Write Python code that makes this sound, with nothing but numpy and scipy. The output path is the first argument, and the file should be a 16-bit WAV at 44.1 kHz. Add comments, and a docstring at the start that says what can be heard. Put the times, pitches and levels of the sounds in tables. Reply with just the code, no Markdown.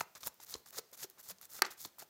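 """Overhand card shuffle, close up

A phone close over a cloth-covered table in a small quiet room, about four shuffle strokes a second.
Packets of cards slide (dense noise grains), edges tick (brief noise bursts), and packets land on the
deck with a soft knock (short ragged pushes on ringing modes). One card flies out, slaps the table,
bounces and flutters flat. Below lie soft thuds, the low rustle of the hands, a room tail and steady hiss.
"""
import sys
import numpy as np
from scipy import signal
from scipy.fft import rfft, irfft
from scipy.io import wavfile
from scipy.ndimage import uniform_filter1d

SR = 44100
rng = np.random.default_rng(int(sys.argv[2]) if len(sys.argv) > 2 else 0)


def natural_amplitude(level_db):
    """Convert a level in decibels to a linear amplitude factor, elementwise."""
    exponent = np.asarray(level_db, float) / 20
    return 10 ** exponent


def wav_record(signal):
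    """Record a signal, one row per channel, as 16-bit PCM in the file named by sys.argv[1]."""
    frames = np.transpose(np.atleast_2d(signal))
    bounded = np.clip(frames, -1, 1)
    # unit amplitude maps onto the largest positive 16-bit level
    quanta = np.round(bounded * 32767).astype(np.int16)
    wavfile.write(sys.argv[1], SR, quanta)


N = 92477  # samples in the scene

# steady room hiss, spectrum: pitch_hz, level_db (relative, per Hz)
HISS_SPECTRUM = [(15, -37), (25, -15), (108, -0.5), (280, 0), (483, 4), (1280, -1), (2820, -5.5),
                 (6550, -5.5), (10400, -9), (15200, -1), (16500, -16)]
# noise added to one channel and subtracted from the other, spectrum: pitch_hz, level_db (relative, per Hz)
SIDE_SPECTRUM = [(25, 2), (300, 2), (1500, -3), (4000, -6), (8000, -2.5), (16000, -3)]
# room tail, strength of each region: pitch_hz, level_db (gain on white noise)
ROOM_LEVELS = [(100, -18.5), (400, -21.5), (1200, -22.5), (2500, -22.5), (5000, -26), (9000, -37.5),
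               (15000, -43)]
# room tail, time to fade by 60 dB: pitch_hz, t60_s
ROOM_DECAYS = [(100, 0.38), (1500, 0.25), (5000, 0.51), (15000, 0.14)]
# hand and deck thudding softly: start_s, peak_db, pitch_hz, t60_s
HAND_THUDS = [(.008, -50, 140, 0.035), (0.553, -59, 75, 0.06), (1.315, -61, 185, .1)]
# contacts of the flying card with the table: start_s, level_db (relative), contact_ms
TABLE_SLAPS = [(1.6186, -29.5, 0.62), (1.6209, -8, 0.052), (1.6232, -19, 0.15), (1.629, -24, 0.4),
               (1.6382, -38, 0.16), (1.6485, -33, 0.13), (1.6526, -27, 0.18), (1.665, -31.5, 0.28)]
# modes of a card flat on the table: pitch_hz, level_db (relative), t60_s
TABLE_MODES = [(370, -26.5, 0.034), (875, -16, 0.016), (1240, -16, 0.022), (1385, -21.5, 0.025),
               (1570, -17.5, 0.026), (1750, -15.5, 0.016), (1984, -19, 0.025), (2384, -31, 0.02),
               (4495, -7.5, .013), (5610, -13.5, .012), (6550, -31, 0.0089), (10600, -17, 0.005),
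               (12200, -6.5, 0.0026), (15200, -10, .003)]
# packets knocking on the deck: start_s, peak_db, loudest_region_hz
PACKET_KNOCKS = [(0.0074, -24.5, 1300), (0.0101, -21.5, 820), (0.1515, -46, 1000), (0.2315, -42, 2200),
                 (0.236, -42, 1200), (0.2685, -38, 600), (0.276, -36.5, 920), (0.4, -48, 950),
                 (0.5502, -39, 430), (0.5545, -42, 1100), (0.6625, -48, 1200), (0.7065, -48, 2200),
                 (0.746, -45.5, 1400), (0.771, -45, 500), (0.782, -41, 1700), (0.7865, -38, 450),
                 (0.926, -51.5, 540), (0.996, -50, 1780), (1.03, -38, 1910), (1.043, -41, 390),
                 (1.175, -56, 1120), (1.2985, -46, 1260), (1.3035, -46, 600), (1.412, -48, 1450),
                 (1.592, -38.5, 1340), (1.85, -40, 1150), (1.854, -44.5, 334), (1.983, -48, 1040),
                 (2.0198, -44, 700), (2.025, -40, 750)]
# modes of the deck held in the hand: pitch_hz, level_db (relative), t60_s
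DECK_MODES = [(200, -8, 0.04), (354, 3, 0.022), (476, 3, 0.022), (694, 3, 0.016), (929, 3, 0.016),
              (1220, -1, 0.018), (1490, -6, 0.014), (1840, -8, 0.011), (2280, -6, 0.01)]
# card edges ticking: start_s, peak_db, centre_hz, fade_ms (time constant)
EDGE_TICKS = [(0.0072, -30, 6420, 1.1), (0.0114, -32, 6540, 1.4), (0.1515, -41, 6200, 1.5),
              (0.2316, -38, 4000, 1.2), (0.2366, -38, 4000, .8), (0.2714, -20, 14000, .8),
              (0.2765, -38, 9000, .8), (0.3421, -47, 14500, 1.5), (0.4015, -49, 6270, 1.4),
              (0.4299, -41, 13000, 1.6), (0.446, -40, 14500, 1.5), (0.5075, -37, 14300, 1.9),
              (0.5399, -27.5, 4560, 2.34), (0.5545, -39, 5450, 1.5), (0.6595, -45, 5970, 1.9),
              (0.7023, -48, 15200, 1.5), (0.7057, -40, 15700, 1.5), (0.7848, -26, 5650, 1.5),
              (0.9145, -50, 15500, 1.5), (1.0327, -35, 5730, 1.4), (1.0989, -41, 14300, 1.5),
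              (1.2106, -43, 14900, 2), (1.2987, -35, 4730, 1.2), (1.3842, -48, 5630, 2.1),
              (1.4132, -39, 14700, 1.2), (1.4533, -41, 12200, 1.2), (1.6484, -33, 4330, 2),
              (1.6527, -33, 4500, 1.7), (1.8489, -34, 4600, 2.26), (1.9851, -36, 15200, 1.4)]
# cards sliding on cards: start_s, end_s, start_db, middle_db, end_db, treble_db, body_db
# (the last two are offsets of the treble and the body)
CARD_SLIDES = [(-.02, .012, -46, -40, -53, 0, -1), (0.019, 0.034, -50, -58, -63, 1, 7),
               (0.152, 0.179, -51.5, -56, -56, -1, 8), (0.204, 0.272, -58, -56.5, -38, 1.5, -0.5),
               (.4, 0.437, -52.5, -58, -52.5, -2, 0.5), (0.454, 0.545, -62.5, -51, -49, -2.5, -2),
               (0.557, 0.596, -57, -65, -64, -2, 1), (0.658, 0.697, -61.5, -58, -65, -0.5, -0.5),
               (0.723, 0.788, -55, -52.5, -40, -0.5, 1), (0.928, 0.959, -56.5, -59, -65, 2, 4),
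               (.965, 1.042, -59.5, -50.5, -41.5, -2.5, -2.5), (1.105, 1.117, -56, -65, -72, -1.5, -3),
               (1.178, 1.204, -62.5, -60, -59, 2, 4.5), (1.225, 1.305, -63, -59, -51.5, 3.5, 0),
               (1.301, 1.323, -52, -48.5, -56.5, -5, 4), (1.411, 1.423, -52, -60, -53, -2, -1),
               (1.427, 1.456, -51.5, -52.5, -54.5, -3, -4.5), (1.487, 1.594, -66, -52.5, -50.5, 1, 0.5),
               (1.656, 1.675, -51, -46, -58, -6.5, 7), (1.703, 1.737, -52, -55.5, -61, 1.5, 5.5),
               (1.769, 1.855, -60, -51, -50.5, 0.5, -4.5), (1.851, 1.887, -49, -61.5, -60.5, -5.5, -3),
               (1.988, 2.035, -51.5, -52, -59.5, -0.5, 3)]
# spectrum of card on card: pitch_hz, level_db (relative, per Hz)
CARD_SPECTRUM = [(24, -46), (40, -21), (449, -8.5), (624, -6), (933, -6), (1330, -3.5), (3130, -10.5),
                 (3460, -4.5), (7010, 0), (8570, -6), (14900, 0.5), (16500, -11.5)]


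def read(table, hz):
    """Value of (Hz, value) points, interpolated on a log frequency axis."""
    points = np.array(table, float)
    return np.interp(np.log(np.maximum(hz, 1)), np.log(points[:, 0]), points[:, 1])


def colour(x, table):
    """Filter x to a (Hz, dB) shape, rms 1."""
    gain = natural_amplitude(read(table, np.fft.rfftfreq(len(x), 1 / SR)))
    y = irfft(rfft(x) * gain, len(x))
    return y / np.sqrt(np.mean(y ** 2))


def band(x, lo_hz, hi_hz):
    """Cut a band with smooth sloping edges."""
    f = np.fft.rfftfreq(len(x), 1 / SR) + 1
    return irfft(rfft(x) / np.sqrt((1 + (lo_hz / f) ** 6) * (1 + (f / hi_hz) ** 6)), len(x))


def add(out, start_s, x):
    """Mix x into out from start_s."""
    i = max(int(round(start_s * SR)), 0)
    out[i:i + len(x)] += x[:len(out) - i]


def drift(shape, span):
    """Slow random wander, deviation about 1: white noise averaged over span samples."""
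    return np.sqrt(span) * uniform_filter1d(rng.standard_normal(shape), size=span)


def ring(modes, gains, push):
    """Decaying modes (pitch_hz, level_db, t60_s) driven by a short force; levels come from gains."""
    t = np.arange(int(.12 * SR)) / SR
    pitch_hz, t60_s = modes[:, :1], modes[:, 2:]
    fade = np.exp(-np.log(1000) * t / t60_s)
    response = (gains[:, None] * fade * np.cos(2 * np.pi * pitch_hz * t)).sum(0)
    return signal.fftconvolve(response, push)[:len(t)]


def room_hiss():
    """Steady noise of the quiet room, shaped once and never changing in level."""
    level_db = -70  # rms
    return natural_amplitude(level_db) * colour(rng.standard_normal(N), HISS_SPECTRUM)


def side_noise(mid):
    """Faint noise, heard with opposite sign in the two channels, its level partly following the middle."""
    level_db, follow_share = -44, .6  # share of level changes, in dB, that the noise follows
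    follow = np.sqrt(uniform_filter1d(mid ** 2, size=256) + 1e-12)
    return natural_amplitude(level_db) * follow ** follow_share * colour(rng.standard_normal(N), SIDE_SPECTRUM)


def room(x):
    """Diffuse tail: half-octave bands of noise, each fading at its own rate."""
    first_echo_s = 0.0037  # silent until then, full at twice that time
    t = np.arange(int(.6 * SR)) / SR
    noise, tail = rng.standard_normal(len(t)), 0
    onset = np.clip(t / first_echo_s - 1, 0, 1)
    for hz in 60 * 2 ** np.arange(0, 8.2, .5):
        env = np.exp(-np.log(1000) * t / read(ROOM_DECAYS, hz)) * onset
        env /= np.sqrt(np.sum(env ** 2))
        tail = tail + natural_amplitude(read(ROOM_LEVELS, hz)) * band(noise, hz / 1.19, hz * 1.19) * env
    return signal.fftconvolve(x, tail)[:N]


def rumble(cards):
    """Low rustle of the moving hands: bass noise that swells with the smoothed level of the cards."""
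    level_db, top_hz = -21, 170  # level against the cards
    noise = band(rng.standard_normal(N), 60, top_hz)
    swell = uniform_filter1d(np.abs(cards), size=1500)
    return natural_amplitude(level_db) * swell * noise / noise.std()


def thuds():
    """Soft low bumps, each a decaying sine at one pitch with a rounded start."""
    rise_s = 0.0086
    out, t = np.zeros(N), np.arange(8192) / SR
    for start_s, peak_db, pitch_hz, t60_s in HAND_THUDS:
        env = (1 - np.exp(-t / rise_s)) * np.exp(-np.log(1000) * t / t60_s)
        y = np.sin(2 * np.pi * pitch_hz * t) * env
        add(out, start_s, natural_amplitude(peak_db) * y / np.abs(y).max())
    return out


def rattle():
    """The card flutters flat: scattered papery taps that fade from the loudest slap on."""
    level_db, fade_s, centre_hz, spread_db = -47, .035, 1100, 3  # level before the fade
    out, t = np.zeros(N), np.arange(8192) / SR
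    taps = (rng.random(len(t)) < .015) * rng.standard_normal(len(t))
    taps *= natural_amplitude(spread_db * rng.exponential(size=len(t)))
    b, a = signal.butter(2, [centre_hz / 2, centre_hz * 2], "band", fs=SR)
    y = signal.lfilter(b, a, taps)
    loudest_s = max(TABLE_SLAPS, key=lambda row: row[1])[0]
    add(out, loudest_s, natural_amplitude(level_db) * np.exp(-t / fade_s) * y / y.std())
    return out


def slaps():
    """Hard flat contacts: crack plus modes of card and table; the room hears the low modes and the crack."""
    crack_db, splash_db, splash_ms = -4.5, -20.5, 1
    detune, scatter_db = .06, 4  # all contacts but the loudest lie differently
    low_hz, ring_heard_far_hz, far_crack_db = 217, 2600, 8
    near, far, table = np.zeros(N), np.zeros(N), np.array(TABLE_MODES)
    loudest_db = np.array(TABLE_SLAPS)[:, 1].max()
    splash_fade = np.exp(-np.arange(256) / SR * 1e3 / splash_ms)
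    for start_s, level_db, contact_ms in TABLE_SLAPS:
        scatter, shift = rng.standard_normal((2, len(table))) * (level_db < loudest_db)
        modes = np.c_[table[:, 0] * (1 + detune * shift), table[:, 1:]]
        gains = natural_amplitude(table[:, 1] + scatter_db * scatter)
        # force: one smooth hump as long as the contact, with unit area
        u = (np.arange(128) + .5) / SR * 1e3 / contact_ms
        push = np.where(u < 1, np.sin(np.pi * np.minimum(u, 1)) ** 2, 0) + 1e-9
        push /= push.sum()
        splash = np.diff(rng.standard_normal(256), prepend=0) * splash_fade
        crack = natural_amplitude(splash_db) * np.convolve(splash, push)
        crack[:128] += natural_amplitude(crack_db) * push
        add(near, start_s, natural_amplitude(level_db) * ring(modes, gains, push))
        add(near, start_s, natural_amplitude(level_db) * crack)
        low_gains = gains * (table[:, 0] < ring_heard_far_hz)
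        add(far, start_s, natural_amplitude(level_db) * ring(modes, low_gains, push))
        add(far, start_s, natural_amplitude(level_db + far_crack_db) * crack)
    b, a = signal.butter(2, low_hz, "high", fs=SR)
    return signal.lfilter(b, a, near), signal.lfilter(b, a, far)


def knocks():
    """A short ragged flex of the packet rings the deck, whose modes shift with the grip, over a papery scuff."""
    push_cycles, ragged = 1.5, 3  # push length in cycles of the loudest region; noise against sine
    octaves, scatter_db, floor_db = 0.65, 3, -24  # how widely the modes are excited
    detune, scuff_db = .07, -6
    out, deck, t = np.zeros(N), np.array(DECK_MODES), np.arange(512) / SR
    for start_s, peak_db, hz in PACKET_KNOCKS:
        noise = rng.standard_normal(512)
        scatter, shift = rng.standard_normal((2, len(deck)))
        excited = np.exp(-(np.log2(deck[:, 0] / hz) / octaves) ** 2) + natural_amplitude(floor_db)
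        u = t * hz / push_cycles
        push = (np.sin(2 * np.pi * hz * t) + ragged * noise) * u * np.exp(-2 * u)
        modes = np.c_[deck[:, 0] * (1 + detune * shift), deck[:, 1:]]
        y = ring(modes, excited * natural_amplitude(deck[:, 1] + scatter_db * scatter), push)
        b, a = signal.butter(1, [hz / 2, hz * 2], "band", fs=SR)
        scuff = signal.lfilter(b, a, push)
        y = y / np.abs(y).max()
        y[:512] += natural_amplitude(scuff_db) * scuff / np.abs(scuff).max()
        add(out, start_s, natural_amplitude(peak_db) * y / np.abs(y).max())
    return out


def ticks():
    """Each edge gives a brief noise burst, broad with one loud region and duller above it."""
    octaves, broad_db, rise_ms = 0.57, -6, 0.45
    out, t = np.zeros(N), np.arange(1024) / SR
    f = np.fft.rfftfreq(1024, 1 / SR) + 1
    for start_s, peak_db, hz, fade_ms in EDGE_TICKS:
        loud_region = np.exp(-(np.log2(f / hz) / octaves) ** 2)
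        broad = natural_amplitude(broad_db) * natural_amplitude(read(CARD_SPECTRUM, f)) / (1 + (f / hz / 2) ** 4)
        burst = irfft(rfft(rng.standard_normal(1024)) * (loud_region + broad), 1024)
        y = burst * (1 - np.exp(-1e3 * t / rise_ms)) * np.exp(-1e3 * t / fade_ms)
        add(out, start_s, natural_amplitude(peak_db) * y / np.abs(y).max())
    return out


def slides():
    """Dense grit of sliding faces; pressure runs start-middle-end, with quick grip and short release."""
    attack_s, release_s, soft_start_s_per_db = 0.003, .0065, .0007  # a steeper swell starts softer
    grain_per_s, grain_spread_db = 14000, 1
    flutter_db, patchy_db = 1.52, 2.5  # level wander of the whole, and of each region by itself
    body_top_hz, treble_from_hz = 2600, 6900
    t = np.arange(N) / SR
    grit = (rng.random(N) < grain_per_s / SR) * rng.standard_normal(N)
    grit *= natural_amplitude(grain_spread_db * rng.exponential(size=N))
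    grit = colour(grit, CARD_SPECTRUM) * natural_amplitude(flutter_db * drift(N, 150))
    body, treble = band(grit, 20, body_top_hz), band(grit, treble_from_hz, SR)
    middle = grit - body - treble
    body, middle, treble = natural_amplitude(patchy_db * drift((3, N), 400)) * np.array([body, middle, treble])
    out = np.zeros(N)
    for start_s, end_s, start_db, middle_db, end_db, treble_db, body_db in CARD_SLIDES:
        times = [start_s, (start_s + end_s) / 2, end_s]
        pressure = natural_amplitude(np.interp(t, times, [start_db, middle_db, end_db]))
        grip_s = attack_s + soft_start_s_per_db * max(middle_db - start_db, 0)
        grip = np.clip((t - start_s) / grip_s, 0, 1)
        release = np.exp(-np.maximum(t - end_s, 0) / release_s)
        out += pressure * grip * release * (middle + natural_amplitude(treble_db) * treble + natural_amplitude(body_db) * body)
    return out


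def scene():
    """Cards and hands close by, room tail and hiss in the middle; a faint noise of opposite sign per channel."""
    near, far = slaps()
    cards = slides() + ticks() + knocks() + rattle()
    hands = cards + thuds() + rumble(cards)
    mid = hands + near + room(hands + far) + room_hiss()
    side = side_noise(mid)
    return np.array([mid + side, mid - side])


def low_pass(x):
    """Removes everything above the highest recorded frequency."""
    return signal.sosfilt(signal.butter(12, 17150, fs=SR, output="sos"), x)


def record(dry):
    """The phone microphone's sound loses its top and its lowest bass."""
    top_hz, low_hz = 15880, 30
    x = signal.sosfilt(signal.ellip(8, .2, 60, top_hz, fs=SR, output="sos"), dry)
    x = signal.sosfilt(signal.butter(2, low_hz, "high", fs=SR, output="sos"), x)
    return low_pass(x)


dry = scene()
out = record(dry)
wav_record(out)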